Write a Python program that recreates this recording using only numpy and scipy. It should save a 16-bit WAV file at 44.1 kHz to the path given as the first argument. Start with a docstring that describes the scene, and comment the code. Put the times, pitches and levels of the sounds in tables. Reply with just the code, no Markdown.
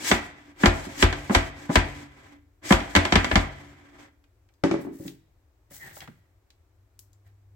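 """A flat wooden paddle scrapes along a kitchen cabinet shelf and is slapped down nine times, close by.
Often its edge lands first with a thud, then the face smacks, and the cabinet booms a moment later.
A hollow cardboard box is knocked and rocks to rest; the paddle rasps past it and squeaks once.
Small things tick, and a low appliance hum grows at the end. Nearby boards and the room echo it all."""
import sys
import numpy as np
from scipy import signal
from scipy.fft import rfft, irfft
from scipy.io import wavfile

SR = 44100
rng = np.random.default_rng(int(sys.argv[2]) if len(sys.argv) > 2 else 0)


def dump_mix(stems):
    """Bounce the given channels to the path in sys.argv[1] as a 16-bit WAV at rate SR."""
    frames = np.atleast_2d(stems).T  # one column per channel
    limited = np.clip(frames, -1, 1)  # hard clip at full scale
    pcm = np.round(limited * 32767).astype(np.int16)
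    wavfile.write(sys.argv[1], SR, pcm)


N = 332955
TIME = np.arange(N) / SR
AGE = np.arange(SR) / SR  # seconds since a blow

# Shelf and paddle ringing together. Each row: pitch in Hz, level in dB, t60 in seconds.
WOOD_MODES = [(244, -4.5, 0.28), (288, -1.5, 0.31), (350.3, 2.5, 0.2), (386, -1.5, .12),
              (544.2, -2.5, 0.13), (615, -2, 0.066), (654.4, -7.5, 0.41), (726, -4.5, 0.092),
              (784, -3, 0.18), (825, -6, 0.14), (910, -15.5, 0.16), (992.5, -2, .14), (1014, -3, 0.16),
              (1170, -11.5, .16), (1218, -8.5, .22), (1317, -4, .2), (1403, -4, .2), (1532, -4.5, 0.16),
              (1598, -8, 0.21), (1758, -7.5, 0.23), (1910, -6, 0.24), (1950, -8, .15), (2043, -2, .12),
              (2100, 0.5, 0.15), (2186, -1.5, 0.1), (2460, -10, 0.24), (2745, -23, .17), (3000, -13, .2),
              (3490, -11.5, 0.19)]


def paddle_slaps():
    """Each blow cracks on the shelf, bends the paddle and, more slowly, sets the cabinet booming."""
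    # Edge and face landings. Each row: start in seconds, smack in dB, contact cutoff in Hz,
    # paddle flex in dB, cabinet boom in dB.
    blows = [(0.1035, -18, 900, -30.5, -45.5), (0.1133, -6.5, 6007, -16.5, -27.5),
             (0.6345, -5.5, 1800, -8.5, -36.5), (0.6575, -6, 6926, -21.5, -15),
             (0.865, -23.5, 500.7, -33.5, -56.5), (1.0245, -5, 7026, -19, -13),
             (1.126, -21.5, 6955, -47.5, -53.5), (1.2955, -15.5, 1176, -17, -46.5),
             (1.305, -12, 891.5, -20.5, -51.5), (1.348, -6, 10550, -31.5, -17.5),
             (1.6915, -23, 993, -17.5, -53), (1.699, -14, 794, -19, -52), (1.7555, -5, 9660, -18.5, -15.5),
             (2.7062, -4.5, 1703, -6, -29), (2.723, -7.5, 10830, -28.5, -20),
             (2.803, -28, 4970, -44.5, -53), (2.951, -7, 8230, -27, -21), (2.9615, -7.5, 10920, -17, -18.5),
             (3.0508, -16.5, 9040, -36.5, -41.5), (3.1222, -9, 7040, -18, -22.5),
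             (3.1548, -6.5, 7100, -11.5, -17), (3.2438, -16.5, 9100, -39, -52),
             (3.3128, -14, 3840, -30.5, -24), (3.3555, -7, 6680, -12.5, -17)]
    # The cabinet's dense upper resonances. Each row: frequency in Hz, level in dB.
    wood_spectrum = [(100, -27), (190, -9), (320, -10), (470, -13), (750, -5.5), (1300, -11.5), (2150, -6),
                     (2700, -12), (3600, -13.5), (5000, -21), (8000, -22.5), (9200, -30), (16000, -28)]
    # How long they ring. Each row: frequency in Hz, t60 in seconds.
    wood_decay = [(100, .3), (350, 0.63), (900, 0.46), (2300, .32), (4000, .22), (8000, 0.2),
                  (16000, 0.092)]
    # Air squeezed out between paddle and shelf. Each row: frequency in Hz, level in dB.
    snap_spectrum = [(200, -24), (900, -4.5), (2200, 3.5), (4000, -3.5), (5500, -10.5), (7500, -10),
                     (10000, -20.5), (16000, -17)]
    # The cabinet's big panels. 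Each row: pitch in Hz, level in dB, t60 in seconds.
    panel_modes = [(49, -6, .3), (66, 5.5, 0.05), (86.4, -4, 0.24), (137.7, -23.5, 0.9)]
    out, rings = np.zeros((2, N)), ring(WOOD_MODES)
    shelf, *spots = [dense(wood_spectrum, wood_decay, crack_t60=0.028, tail_db=-14.5) for _ in range(11)]
    snap = dense(snap_spectrum, wood_decay, crack_t60=0.036, tail_db=-39.5)
    flex = highpass(swell(hz=197.4, t60=0.053, rise=0.0038, crest=.0082), 73)
    boom = sum(amp(db) * swell(hz, t60, rise=0.025, crest=.0232) for hz, db, t60 in panel_modes)
    landing = 1 - np.exp(-AGE / 0.0015)  # the face meets the shelf over a moment, not all at once
    for k, (start, smack_db, cutoff_hz, flex_db, boom_db) in enumerate(blows):
        # each landing spot excites the same cabinet a little differently
        crack = amp(-11) * shelf + amp(-5.5) * spots[k % len(spots)]
        smack = crack + amp(-7.5) * strike(rings, scatter_db=2.5) + amp(-6) * snap
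        smack = soften(highpass(smack * landing, 110), cutoff_hz)
        add(out, start, amp(smack_db) * smack + amp(flex_db) * flex + amp(boom_db) * boom)
    return out


def paddle_slides():
    """Wood fibres catch on the shelf and sound its modes; a fast shove turns the rub into a hiss."""
    # Fast shoves that end in a slap. Each row: start in seconds, run-up in seconds, top level in dB.
    shoves = [(-.035, 0.15, -25), (0.544, 0.12, -34.5), (0.939, 0.088, -30), (1.265, 0.082, -37),
              (1.665, .088, -34.5), (2.612, 0.11, -29), (3.27, 0.071, -40.5)]
    # Slow drags over the shelf. Each row: start in seconds, length in seconds, level in dB.
    drags = [(.12, 0.15, -48), (.33, 0.18, -55.5), (.68, 0.19, -43.5), (.86, .12, -45.5), (1.04, 0.44, -47),
             (1.52, .14, -48.5), (1.78, 0.26, -48.5), (2.06, 0.15, -56.5), (2.17, 0.16, -54.5),
             (2.72, .73, -46), (3.46, 0.25, -52.5), (3.7, 0.26, -58), (3.94, 0.095, -51.5)]
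    # The body of a slow rub. Each row: frequency in Hz, level in dB.
    slow_spectrum = [(71, -29.5), (120, -2), (188, -19), (295, 1), (513, -14.5), (742, -7.5), (1460, -8),
                     (1750, -8), (2350, -8.5), (2850, -17.5), (3250, -13.5), (3900, -22.5), (7660, -32.5),
                     (9400, -42), (14200, -40), (16000, -51)]
    # The hiss of a fast rub. Each row: frequency in Hz, level in dB.
    fast_spectrum = [(180, -34.5), (300, 0.5), (486, -23), (624, -11.5), (1280, -11), (1430, -15),
                     (1640, 2), (2790, -3), (7950, 0), (9240, -4.5), (16000, -18.5)]
    speed_power = 1.5  # a shove's gain grows as this power of its speed
    shove_stop_s, drag_rise_s = 0.029, 0.066
    shove = sum(amp(db) * stroke(start, run_up, run_up, shove_stop_s * speed_power) ** speed_power
                for start, run_up, db in shoves)
    gain = np.hypot(shove, strokes(drags, drag_rise_s, fade=.04))
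    fast_share = gain ** 2 / (gain ** 2 + amp(-41.5) ** 2)
    catches = air(N) * grain(rate_hz=310, depth_db=1)
    slow_rub = amp(-2) * (colour(catches, slow_spectrum) + bowed(WOOD_MODES))
    rub = slow_rub * np.sqrt(1 - fast_share) + colour(catches, fast_spectrum) * fast_share ** 0.53
    # a dragged edge sounds the shelf's long mode, which rings on after it
    shelf_note = amp(-5) * strokes(drags, drag_rise_s, fade=0.12) * bowed([(288, 0, 0.67)])
    return gain * grain(rate_hz=20, depth_db=2) * rub + shelf_note


def box_knocks():
    """A hollow cardboard box takes a knock, bounces and shudders to rest."""
    # Knocks and bounces. Each row: start in seconds, level in dB, contact cutoff in Hz.
    knocks = [(4.6377, -12, 4500), (4.7123, -17.5, 4530), (4.741, -23, 2480), (4.793, -31, 600),
              (4.849, -31.5, 700), (4.869, -30, 890), (4.999, -30, 300), (5.053, -29, 300),
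              (5.709, -50, 3040)]
    # Shudders as it rocks. Each row: start in seconds, length in seconds, level in dB.
    shudders = [(4.65, 0.297, -43), (5.0, 0.11, -48.5)]
    # The hollow ring of the box. Each row: pitch in Hz, level in dB, t60 in seconds.
    box_modes = [(137.4, -13, 0.35), (176, -3.5, 0.15), (279.1, 4, 0.28), (324.7, 0, 0.34),
                 (374.4, -0.5, 0.26), (408, -4, 0.33), (561.5, 0, 0.16), (863, -21.5, 0.29)]
    # The dense resonances of its walls. Each row: frequency in Hz, level in dB.
    wall_spectrum = [(60, -19), (130, -11.5), (330, -1), (480, -11.5), (650, -9.5), (1000, -14),
                     (2000, -17.5), (3000, -26.5), (7000, -25), (10000, -26), (16000, -36)]
    out = strokes(shudders, rise=0.041, fade=0.028) * soften(bowed(box_modes), 480)
    rings = ring(box_modes)
    for start, db, cutoff_hz in knocks:
        walls = dense(wall_spectrum, [(200, .34), (2000, .38), (10000, .26)],
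                      crack_t60=0.023, tail_db=-9.5)
        knock = amp(-5) * walls + amp(-1.5) * strike(rings, scatter_db=4.5)
        add(out, start, amp(db) * soften(knock, cutoff_hz))
    return highpass(out, 70)


def box_brushes():
    """Wood brushes along cardboard with a grainy rasp, a fine hiss and a faint rumble of the box."""
    # Light passes. Each row: start, swell and fade in seconds, rasp in dB, hiss in dB.
    brushes = [(4.78, 0.038, 0.046, -76, -54.5), (4.915, 0.037, 0.06, -65, -53.5),
               (4.97, .112, 0.032, -57, -45), (5.698, 0.013, .06, -57.5, -51),
               (5.712, 0.04, 0.045, -55.5, -40), (5.78, .085, 0.099, -48.5, -48),
               (5.925, 0.046, 0.037, -72, -45), (6.008, 0.014, .03, -46, -57),
               (7.245, 0.029, .025, -65.5, -69)]
    # The coarse rasp. Each row: frequency in Hz, level in dB.
    rasp_spectrum = [(150, -4.5), (500, -10), (780, -5), (1100, -11.5), (1500, -6.5), (1900, 1),
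                     (2500, -12), (4000, -14.5), (8000, -31.5), (10000, -30.5), (16000, -33)]
    # The fine hiss. Each row: frequency in Hz, level in dB.
    hiss_spectrum = [(1500, -17), (3500, -3.5), (7500, 3), (9500, 4.5), (13500, -1.5), (16000, 6.5)]
    rasp = colour(air(N), rasp_spectrum) * grain(rate_hz=110, depth_db=3)
    rumble = amp(-8) * bowed([(142, 0, .2), (380, -5, .1), (780, 1, 0.1)])
    hiss = colour(air(N) * grain(rate_hz=130, depth_db=3), hiss_spectrum)
    rasp_power, hiss_power = sum(np.outer(amp([rasp_db, hiss_db]), stroke(start, rise, rise, fade)) ** 2
                                 for start, rise, fade, rasp_db, hiss_db in brushes)
    return np.sqrt(rasp_power) * (rasp + rumble) + np.sqrt(hiss_power) * hiss


def squeak():
    """The paddle's edge sticks and slips on the cardboard, sagging in pitch as it slows."""
    # The squeak's two tones. Each row: starting pitch in Hz, level in dB, t60 in seconds.
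    squeak_modes = [(1882, -2, 0.051), (2110, 0, .06)]
    start_s, swell_s, sag_per_s = 5.795, 0.032, 1.1
    age = np.maximum(TIME - start_s, 0)
    slowing_clock = np.cumsum(np.exp(-sag_per_s * age)) / SR
    gain = amp(-44) * stroke(start_s, swell_s, swell_s, fade=0.049)
    return gain * np.array([np.interp(slowing_clock, TIME, side) for side in bowed(squeak_modes)])


def ticks():
    """Light touches, each a short click or bump with a brief ring at its own pitch."""
    # Small contacts. Each row: start in seconds, level in dB, pitch in Hz.
    touches = [(4.2408, -65.5, 2480), (4.489, -67.5, 2330), (4.5389, -72, 5010), (5.0793, -42.5, 3680),
               (5.967, -44.5, 786), (6.005, -43.5, 3270), (6.023, -60, 1290), (6.076, -47.5, 1400),
               (6.08, -40.5, 160), (6.504, -58, 4070), (6.9915, -46, 9900), (7.131, -64.5, 7260)]
    out = np.zeros((2, N))
    for start, db, hz in touches:
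        spectrum = [(hz / 6, -22), (hz / 2, -4), (hz, 0), (hz * 2, -9), (hz * 5, -24), (hz * 15, -55)]
        click = dense(spectrum, [(200, 0.25), (10000, 0.21)], crack_t60=0.027, tail_db=-16.5)
        ping = amp(-8) * unit(ring([(hz, 0, .12)])[0])
        add(out, start, amp(db) * (click + ping))
    return highpass(out, 90)


def board_echoes(x):
    """Flat boards close by throw back the treble and comb it."""
    # Early reflections. Each row: left delay in seconds, right delay in seconds, level in dB.
    echoes = [(.00178, .0026, -13.5), (.00457, 0.0031, -14), (.00703, .0051, -14), (0.011, 0.015, -20)]
    out = x.copy()
    treble = signal.sosfiltfilt(signal.butter(2, 1500, "high", fs=SR, output="sos"), x)
    for left_s, right_s, db in echoes:
        add(out, left_s, amp(db) * treble * [[1], [0]])
        add(out, right_s, amp(db) * treble * [[0], [1]])
    return out


def kitchen_reverb(x):
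    """The room answers with a soft, dull tail."""
    spectrum = [(60, 0), (300, -6), (2000, 4.5), (8000, -6), (16000, -12)]
    tail = dense(spectrum, [(100, 0.51), (2000, 0.69), (10000, 0.63)], crack_t60=0.13, tail_db=-7)
    tail *= 1 - np.exp(-AGE / 0.012)
    tail /= np.sqrt(np.sum(tail ** 2) / 2)
    return x + amp(-20) * signal.fftconvolve(x, tail, axes=1)[:, :N]


def appliance_hum():
    """A faint hum wavers in pitch and level and swells at the end."""
    hum_hz, growth_db_per_s = 99.4, 21
    gain = amp(-76.5) + amp(-54.5 - growth_db_per_s * (TIME[-1] - TIME))
    drift = soften(rng.standard_normal(N), 14)
    pitch_hz = hum_hz + 0.5 * drift / drift.std()
    hum = np.sqrt(2) * np.sin(2 * np.pi * np.cumsum(pitch_hz) / SR)
    return gain * hum * grain(rate_hz=12, depth_db=1.5)


def room_tone():
    """Quiet room air, mostly a low rumble."""
    # The colour of the air. Each row: frequency in Hz, level in dB.
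    air_spectrum = [(12, -37), (20, -8.5), (101, 1), (163, -31.5), (248, -22), (301, -15), (377, -16),
                    (434, -22), (660, -22.5), (897, -25), (2260, -31), (2910, -36), (16000, -40.5)]
    return amp(-64) * colour(air(N), air_spectrum)


def amp(db):
    """Decibels to gain."""
    return 10 ** (np.asarray(db) / 20)


def lookup(points, hz):
    """Read (Hz, value) points on a log-frequency axis."""
    point_hz, value = np.transpose(points)
    return np.interp(np.log(hz + 1), np.log(point_hz), value)


def colour(x, points):
    """Give noise a spectrum of (Hz, dB) points, at rms 1."""
    y = irfft(rfft(x) * amp(lookup(points, np.fft.rfftfreq(N, 1 / SR))), N)
    return y / y.std()


def soften(x, hz):
    """Low-pass: a softer contact pushes longer and loses the treble."""
    return signal.sosfilt(signal.butter(2, min(hz, .45 * SR), fs=SR, output="sos"), x)


def highpass(x, hz):
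    """Small things radiate no deep bass."""
    return signal.sosfilt(signal.butter(2, hz, "high", fs=SR, output="sos"), x)


def unit(x):
    """Scale a ring to the energy of 10 ms at full level."""
    return x / np.sqrt(np.mean(x ** 2) * x.shape[-1] / (SR / 100))


def add(out, start, x):
    """Mix x in at a start time in seconds."""
    i = max(int(start * SR), 0)
    out[:, i:i + x.shape[-1]] += x[..., :N - i]


def air(size, alike_hz=520):
    """Stereo noise: the same on both sides in the bass, unrelated above."""
    mid, side = rfft(rng.standard_normal((2, size)))
    apart = 1 / (1 + (alike_hz / (np.fft.rfftfreq(size, 1 / SR) + 1)) ** 2)
    return irfft(mid * np.sqrt(1 - apart / 2) + np.outer([1, -1], side * np.sqrt(apart / 2)), size)


def dense(spectrum, t60s, crack_t60, tail_db):
    """Countless resonances: a quick crack, then a tail dying band by band along (Hz, seconds) t60s."""
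    noise, out = rfft(air(SR)), 0
    octave = np.log2(np.fft.rfftfreq(SR, 1 / SR) + 1)
    for hz in 62.5 * 2 ** np.arange(0, 8.5, .5):
        band = irfft(noise * np.maximum(1 - 2 * np.abs(octave - np.log2(hz)), 0), SR)
        crack_s = crack_t60 * (2000 / hz) ** 0.61  # shortest in the treble
        fade = amp(-60 * AGE / crack_s) + amp(tail_db - 60 * AGE / lookup(t60s, hz))
        out = out + unit(band * fade) * amp(lookup(spectrum, hz)) * np.sqrt(hz)
    return unit(out)


def ring(modes, apart_hz=650):
    """One stereo decay per (Hz, dB, t60) mode; the higher ones reach the two sides out of step."""
    rings = []
    for hz, db, t60 in modes:
        lag = rng.choice([-1, 1]) * min(hz / apart_hz, 1) * np.array([[1], [-1]]) * np.pi / 4
        rings.append(amp(db - 60 * AGE / t60) * np.sin(2 * np.pi * hz * AGE + lag))
    return np.array(rings)


def swell(hz, t60, rise, crest):
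    """A heavy mode that takes a while to build up and has a crest at a given delay."""
    build_up = 1 - np.exp(-(AGE / rise) ** 4)
    fade = amp(-60 * np.maximum(AGE - crest, 0) / t60)
    return build_up * fade * np.cos(2 * np.pi * hz * (AGE - crest))


def strike(rings, scatter_db, detune=.022):
    """The landing spot decides how each mode is pushed; hand pressure shifts their pitch a little."""
    weights = rng.choice([-1, 1], len(rings)) * amp(scatter_db * rng.standard_normal(len(rings)))
    clock = AGE * (1 + detune * rng.uniform(-1, 1))
    return unit(np.array([np.interp(clock, AGE, side) for side in np.tensordot(weights, rings, 1)]))


def bowed(modes):
    """(Hz, dB, t60) modes kept ringing by friction, at rms 1."""
    friction = rng.standard_normal((1, N))
    body = strike(ring(modes), scatter_db=4, detune=0)
    y = soften(signal.fftconvolve(friction, body, axes=1)[:, :N], 2600)
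    return y / y.std()


def grain(rate_hz, depth_db):
    """A randomly wavering gain, like the uneven grip of a rub; the grip can only get so tight."""
    grip = soften(rng.standard_normal(N), rate_hz)
    gain = amp(depth_db * 2 * np.tanh(grip / grip.std() / 2))
    return gain / np.sqrt(np.mean(gain ** 2))


def stroke(start, rise, length, fade):
    """A movement timed in seconds: it gathers speed, holds until its length is up, then dies away."""
    age = TIME - start
    return np.clip(age / rise, 0, 1) * np.exp(-np.maximum(age - length, 0) / fade)


def strokes(rows, rise, fade):
    """The joint gain of (start, length, dB) movements that share one attack and release."""
    return np.sqrt(sum((amp(db) * stroke(start, rise, length, fade)) ** 2 for start, length, db in rows))


def scene():
    """Everything sounds in the same small kitchen."""
    action = paddle_slaps() + paddle_slides() + box_knocks() + box_brushes() + squeak() + ticks()
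    return kitchen_reverb(board_echoes(action)) + appliance_hum() + room_tone()


def record(dry):
    """The microphones colour each side, the loudest peaks are rounded and the top is cut."""
    # The tone both microphones share. Each row: frequency in Hz, gain in dB.
    response = [(15, -23.5), (28, -6.5), (42, 2), (8300, -1), (9000, -8.5), (12000, -0.5), (16000, 0.5)]
    # Their stereo balance. Each row: frequency in Hz, left minus right in dB.
    balance = [(60, 2.7), (250, -0.5), (500, 3), (1000, 1), (2000, -1), (4000, 0.5), (8000, 7.5),
               (12000, 2)]
    ceiling, top_hz = 1.15, 15900
    hz = np.fft.rfftfreq(N, 1 / SR)
    eq_db = lookup(response, hz) + np.outer([1, -1], lookup(balance, hz)) / 2
    coloured = irfft(rfft(dry) * amp(eq_db), N)
    rounded = ceiling * np.tanh(coloured / ceiling)
    return signal.sosfilt(signal.ellip(8, .2, 70, top_hz, fs=SR, output="sos"), rounded)


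dry = scene()
out = record(dry)
dump_mix(out)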